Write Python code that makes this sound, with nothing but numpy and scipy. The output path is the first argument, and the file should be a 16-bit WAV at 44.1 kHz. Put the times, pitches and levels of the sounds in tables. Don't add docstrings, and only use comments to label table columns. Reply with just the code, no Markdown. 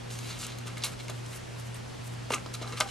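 import sys
import numpy as np
from scipy import signal
from scipy.fft import rfft, irfft
from scipy.io import wavfile
from scipy.ndimage import uniform_filter1d

SR = 44100
rng = np.random.default_rng(int(sys.argv[2]) if len(sys.argv) > 2 else 0)


def to_linear_factor(level_db):
    exponent = np.asarray(level_db, float) / 20
    return 10 ** exponent


def generate_wav(sig):
    pcm = np.round(np.clip(np.atleast_2d(sig).T, -1, 1) * 32767).astype(np.int16)
    wavfile.write(sys.argv[1], SR, pcm)


N = 127890

# (start [s], length [s], level [dB], brightness [Hz], share of length spent rising [0-1])
SATIN_SLIDES = [(0.113, 0.22, -45.5, 6900, 0.08), (0.161, 0.33, -52, 8800, 0.45),
                (0.372, 0.098, -41.5, 7000, 0.8), (0.572, 0.023, -61, 9000, 0.4),
                (0.66, 0.038, -47, 7340, 0.7), (0.768, 0.049, -48, 8000, 0.1),
                (0.833, 0.087, -34.5, 8550, 0.19), (0.906, 0.053, -52.5, 7900, 0.6),
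                (1.011, 0.046, -55, 8000, 0.8), (1.077, 0.22, -60, 8000, 0.5),
                (1.237, 0.25, -54.5, 7400, 0.34), (1.317, 0.093, -47, 9000, 0.61),
                (1.562, 0.089, -55, 9000, 0.54), (1.642, 0.066, -56, 9000, 0.54),
                (1.744, 0.043, -51, 9500, 0.6), (2.036, 0.049, -49.5, 9500, 1),
                (2.111, 0.045, -55, 9000, 0.65), (2.297, 0.067, -39, 7000, 0.82),
                (2.532, 0.027, -43.5, 8300, 0.86), (2.608, 0.056, -57, 5950, 0.2),
                (2.664, 0.19, -49.5, 6740, 0.13), (2.724, 0.071, -51, 7000, 0.24),
                (2.763, 0.13, -44.5, 6100, 0.17), (2.866, .06, -48, 6200, 0.7)]
# (start [s], length [s], level [dB], centre [Hz], share of length spent rising [0-1])
CARD_SCRAPES = [(0.093, 0.29, -43.5, 4400, 0), (0.218, 0.29, -41, 3350, 0.3),
                (0.389, 0.16, -38.5, 3200, 0.34), (0.653, 0.082, -43.5, 1780, 0.43),
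                (0.766, 0.13, -44.5, 2150, 0.03), (0.839, 0.044, -29, 4300, 0.15),
                (.84, 0.047, -40, 960, 0), (0.914, 0.03, -44, 2230, 0.8), (0.987, 0.028, -41, 3820, 0.67),
                (1.081, 0.015, -37, 3500, 0), (1.09, 0.026, -42.5, 1580, 0.32),
                (1.319, 0.068, -43.5, 2060, 0.13), (1.738, 0.027, -48.5, 2480, 0.84),
                (2.3212, 0.022, -28.5, 2400, 1), (2.319, 0.02, -32, 2500, 0),
                (2.317, .04, -40.5, 715, 0.76), (2.34, 0.043, -34.5, 1510, 0),
                (2.536, 0.023, -35.5, 3084, 0.7), (2.611, 0.11, -44.5, 860, 0.18),
                (2.616, 0.039, -39.5, 3320, 0.26), (2.668, 0.079, -46, 1370, 0),
                (2.717, 0.038, -39, 1740, 0.5), (2.763, 0.11, -39.5, 2370, 0.18),
                (2.827, 0.051, -54, 840, 0.7), (2.867, 0.044, -43.5, 2960, 0.63)]
# (time [s], level [dB], centre [Hz], width [octaves])
CARD_TICKS = [(.1884, -41, 4840, 1.7), (0.4664, -37.5, 9000, 0.85), (.5197, -47, 3480, 2.9),
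              (0.5856, -44, 9000, 2.4), (.7712, -44.5, 2480, 0.29), (.7795, -44.5, 7000, 0.91),
              (0.8205, -43, 5050, 0.49), (0.8372, -28, 4470, 0.67), (0.8456, -30.5, 9700, 0.25),
              (0.8528, -35.5, 4800, 0.73), (.9996, -50, 3970, 0.25), (1.0002, -50, 2220, 0.2),
              (1.0822, -48, 2690, 1.6), (1.0965, -48, 674, 0.55), (1.098, -39, 6800, 1.1),
              (1.5978, -46, 9000, 1.5), (1.7435, -44.5, 9000, 0.19), (2.3048, -35.5, 870, 2.4),
              (.8255, -43, 5030, 0.87), (2.306, -40, 2950, 0.97), (2.3215, -39, 7460, 0.76),
              (2.3402, -34.5, 2700, 0.22), (2.3435, -30, 7050, 0.41), (2.4613, -45, 587, 3.6),
              (2.4615, -44.5, 3800, 1), (2.6145, -45.5, 480, 1), (2.7232, -43, 4000, 2.1),
              (2.803, -31.5, 816, 0.83), (2.8026, -24.5, 7500, 0.85), (2.8078, -24, 2230, 2.2),
              (2.811, -35, 1190, 0.98), (.3911, -57, 5000, 1.6), (.6705, -45, 4000, 1.3),
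              (.8345, -46, 11000, 0.89), (.8805, -45, 5000, 1), (1.262, -47.5, 6000, 1.5),
              (2.773, -44, 3500, 0.8), (2.676, -47, 3000, 0.94), (.8405, -42, 3750, 0.98),
              (.8565, -49, 4300, 0.82), (.312, -46, 4230, 0.55), (2.5403, -41.5, 4000, 1.8),
              (2.6138, -50, 2500, 1.5), (.9985, -47, 3020, 1.7), (2.8085, -30.5, 3900, .5),
              (1.104, -45.5, 3000, 2.2)]
# (time [s], peak level [dB], frequency [Hz], t60 [s], rise [s])
PANEL_RINGS = [(1.096, -45, 684, 0.056, .003), (2.3045, -25, 930, 0.028, .0015),
               (2.3045, -25.5, 495, 0.026, 0.0027), (2.306, -31, 247, 0.037, 0.0023),
               (2.32, -32.5, 412, 0.085, 0.0071), (2.335, -34, 1213, 0.04, 0.0051),
               (2.337, -35, 2710, 0.044, 0.0077), (2.357, -38, 1140, .05, .004),
               (2.62, -42.5, 672, .08, 0.0049), (2.644, -37, 1290, 0.033, 0.0023),
               (2.676, -46, 1330, .05, .002), (2.728, -40, 475, 0.054, 0.0091),
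               (2.736, -43, 1320, 0.056, 0.0022), (2.775, -41, 1300, .04, .002),
               (2.786, -39, 1264, .05, 0.0048), (2.8022, -28, 632, 0.077, .002),
               (2.8027, -26, 940, 0.029, 0.0019), (2.81, -29.5, 1280, 0.036, 0.01),
               (2.803, -35, 285, 0.038, 0.0019), (2.818, -44, 1300, .05, 0.0053),
               (2.851, -36.5, 796, 0.069, .014), (2.889, -40, 3000, 0.036, 0.0037)]
# (frequency [Hz], width [Hz], level [dB])
BOX_RESONANCES = [(264, 69, 3), (406, 35, -2), (478, 59, -10.5), (615, 52, -6.5), (800, 12, -5),
                  (965, 220, -11), (1190, 110, -3), (1324, 16, -4), (2204, 230, -10.5), (2785, 98, -8),
                  (3200, 65, -11), (3616, 94, -9.5), (4015, 150, -7), (6440, 74, -9)]
# (frequency [Hz], phase [rad])
HUM_TONES = [
    (120.0, 1.13),
    (117.95, 3.65),
    (235.9, 0),
    (52.4, 1),
    (87.0, 2),
    (174.0, 3),
    (236.42, -1.96),
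]
HUM_LEVELS = [-43.1, -51.5, -60, -61, -61, -64, -64]
# (frequency [Hz], level per Hz [dB])
AIR_COLOUR = [(160, -4), (205, -9), (350, -7), (1200, -17), (3000, -21.5), (7000, -27.5), (11500, -33.5),
              (14000, -48)]
# (frequency [Hz], likeness [-1 to 1])
AIR_LIKENESS = [(60, 0.95), (130, 0.12), (280, -0.67), (610, -0.4), (1330, 0.13), (2890, 0.64),
                (6260, 0.55), (13600, -0.045)]
# (frequency [Hz], level [dB])
NEAR_WIDTH = [(300, -14), (1000, -14), (2500, -24), (6000, -8.5), (12000, -3)]
# (frequency [Hz], t60 [s])
ROOM_DECAY = [(400, 0.36), (800, 0.28), (1300, 0.21), (4000, .14), (11000, 0.18)]

CLUMP_S, CLUMP_DB = 0.002, 2.3
SLIDE_OCTAVES, SLIDE_FADE_DB, SLIDE_GRAINS_PER_S, SLIDE_SPREAD_DB = 1.0, -32, 14000, 1.5
SCRAPE_OCTAVES, SCRAPE_FADE_DB, SCRAPE_GRAINS_PER_S, SCRAPE_SPREAD_DB = 2.63, -14.5, 8000, 2.0
TICK_RISE_S, TICK_T60_S, TICK_DAMPING = 0.00031, 0.025, 0.23
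BLOW_HZ = 9000
BOX_DIRECT_DB = -6
HUM_WAVER_DB, HUM_LEAD_RAD = 0.25, 0.1
AIR_DB, AIR_PATCH_DB = -43.5, 0.72
RUMBLE_DB, RUMBLE_HZ = -56.5, 80
ROOM_DB, ROOM_SIDE_DB = -8.5, -12.0
MIC_DROOP_HZ, EDGE_HZ = 12650, 13500
OPPOSED = np.array([[1], [-1]])


def evened(x):
    return x / np.sqrt(np.mean(x ** 2) + 1e-20)


def read(points, hz):
    f, value = np.transpose(points)
    return np.interp(np.log(hz + 1), np.log(f + 1), value)


def add(mix, s, sound):
    part = mix[round(s * SR):][:len(sound)]
    part += sound[:len(part)]


def bell(x, hz, octaves):
    b, a = signal.iirpeak(min(hz, SR / 3), 1 / np.clip(octaves, .2, 1.9), SR)
    return signal.lfilter(b, a, signal.lfilter(b, a, x))


def rub(row, octaves, fade_db, grains_per_s, spread_db):
    start, length, db, hz, rise = row
    u = np.arange(0, 1.5, 1 / (length * SR))
    rise = np.clip(rise, .05, .9)
    hit, size, sign, clump = rng.random((4, SR // 2))
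    for _ in range(2):
        clump = uniform_filter1d(clump - .5, round(CLUMP_S * SR))
    clump = evened(clump + .5)
    catch_size = to_linear_factor(CLUMP_DB * clump - spread_db * np.log(size + 0.043))
    grains = (hit < grains_per_s / SR) * (sign - .5) * catch_size
    fade = (np.maximum(u - rise, 0) / (1 - rise)) ** 0.81
    swell = np.minimum(u / rise, 1) ** 0.51 * to_linear_factor(fade_db * fade)
    return start, to_linear_factor(db) * swell * evened(bell(grains[:len(u)], hz, octaves))


def ribbon():
    out = np.zeros(N)
    for row in SATIN_SLIDES:
        add(out, *rub(row, SLIDE_OCTAVES, SLIDE_FADE_DB, SLIDE_GRAINS_PER_S, SLIDE_SPREAD_DB))
    return out


def tick(db, hz, octaves):
    t = np.arange(600) / SR
    decay = to_linear_factor(-60 * t / TICK_T60_S * (hz / 3000) ** TICK_DAMPING)
    crackle = rng.standard_normal(len(t)) * np.minimum(t / TICK_RISE_S, 1) * decay
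    blow = BLOW_HZ / hz * (t == 0)
    return to_linear_factor(db) * evened(bell(crackle - blow, hz, octaves))


def box():
    drive = np.zeros(N)
    for row in CARD_SCRAPES:
        add(drive, *rub(row, SCRAPE_OCTAVES, SCRAPE_FADE_DB, SCRAPE_GRAINS_PER_S, SCRAPE_SPREAD_DB))
    for s, db, hz, octaves in CARD_TICKS:
        add(drive, s, tick(db, hz, octaves))
    panels = np.zeros(N)
    for hz, width, db in BOX_RESONANCES:
        panels += to_linear_factor(db) * signal.lfilter(*signal.iirpeak(hz, hz / width, SR), drive)
    return to_linear_factor(BOX_DIRECT_DB) * drive + 2 * panels


def rings():
    out, t = np.zeros(N), np.arange(6000) / SR
    for s, db, hz, t60, rise in PANEL_RINGS:
        swell = np.minimum(t / rise, 1) * to_linear_factor(db - 60 * np.maximum(t - rise, 0) / t60)
        add(out, s, swell * np.sin(2 * np.pi * hz * t))
    return out


def ports(x):
    width = to_linear_factor(read(NEAR_WIDTH, np.fft.rfftfreq(N, 1 / SR)))
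    side = irfft(rfft(x) * 1j * width, N)
    return np.array([x + side, x - side])


def room(x):
    taps = np.zeros((2, SR // 2))
    at = np.arange(80, SR // 2 - 20, 20)
    at = at + rng.integers(0, 20, (2, len(at)))
    np.put_along_axis(taps, at, rng.choice([-1., 1.], at.shape), 1)
    hz, t, z = signal.stft(taps, SR, nperseg=128)
    decay = to_linear_factor(-60 * t / read(ROOM_DECAY, hz)[:, None])
    tail = signal.istft(z * decay, SR, nperseg=128)[1]
    return signal.fftconvolve(x[None], tail / np.linalg.norm(tail[0]), axes=1)[:, :N]


def hum():
    t = np.arange(N) / SR
    out = np.zeros((2, N))
    for (hz, phase), db in zip(HUM_TONES, HUM_LEVELS):
        waver = np.sin(2 * np.pi * (t[:, None] * [.7, 1.9, 4.3] + rng.random(3))).sum(1)
        tone = np.cos(2 * np.pi * hz * t + phase + HUM_LEAD_RAD * OPPOSED)
        out += np.sqrt(2) * to_linear_factor(db + HUM_WAVER_DB * waver) * tone
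    return out


def air():
    frames, hz = N // 256 + 5, np.fft.rfftfreq(1024, 1 / SR)
    a, b, c, d, patches = rng.standard_normal((frames, 513, 5)).T
    patches = evened(uniform_filter1d(uniform_filter1d(patches, 14, 0), 8, 1))
    same = np.clip(read(AIR_LIKENESS, hz), -.99, .99)[:, None]
    left = a + 1j * b
    right = same * left + np.sqrt(1 - same ** 2) * (c + 1j * d)
    colour = read([(60, -19.5), *AIR_COLOUR], hz)[:, None]
    z = np.array([left, right]) * to_linear_factor(colour + AIR_PATCH_DB * patches)
    hiss = evened(signal.istft(z, nperseg=1024, noverlap=768)[1][:, :N].T).T
    low = signal.lfilter(*signal.iirpeak(RUMBLE_HZ, .8, SR), rng.standard_normal((2, N)))
    low = signal.lfilter(*signal.butter(2, [28, 170], "band", fs=SR), low)
    rumble = evened(low[0] + 0.38 * low[1] * OPPOSED)
    return to_linear_factor(AIR_DB) * hiss + to_linear_factor(RUMBLE_DB) * rumble


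def scene():
    near = ribbon() + box()
    wet = room(near)
    centre = ports(near + rings() + to_linear_factor(ROOM_DB) * wet[0])
    room_side = to_linear_factor(ROOM_DB + ROOM_SIDE_DB) * wet[1] * OPPOSED
    return centre + room_side + hum() + air()


def top_cut(x):
    return signal.sosfilt(signal.butter(12, 15700, fs=SR, output="sos"), x)


def record(dry):
    dull = signal.lfilter(*signal.butter(2, MIC_DROOP_HZ, fs=SR), dry)
    edge = signal.firwin(63, EDGE_HZ, window=("kaiser", 4), fs=SR)
    mix = signal.oaconvolve(dull, edge[None], "same")
    return top_cut(mix)


dry = scene()
out = record(dry)
generate_wav(out)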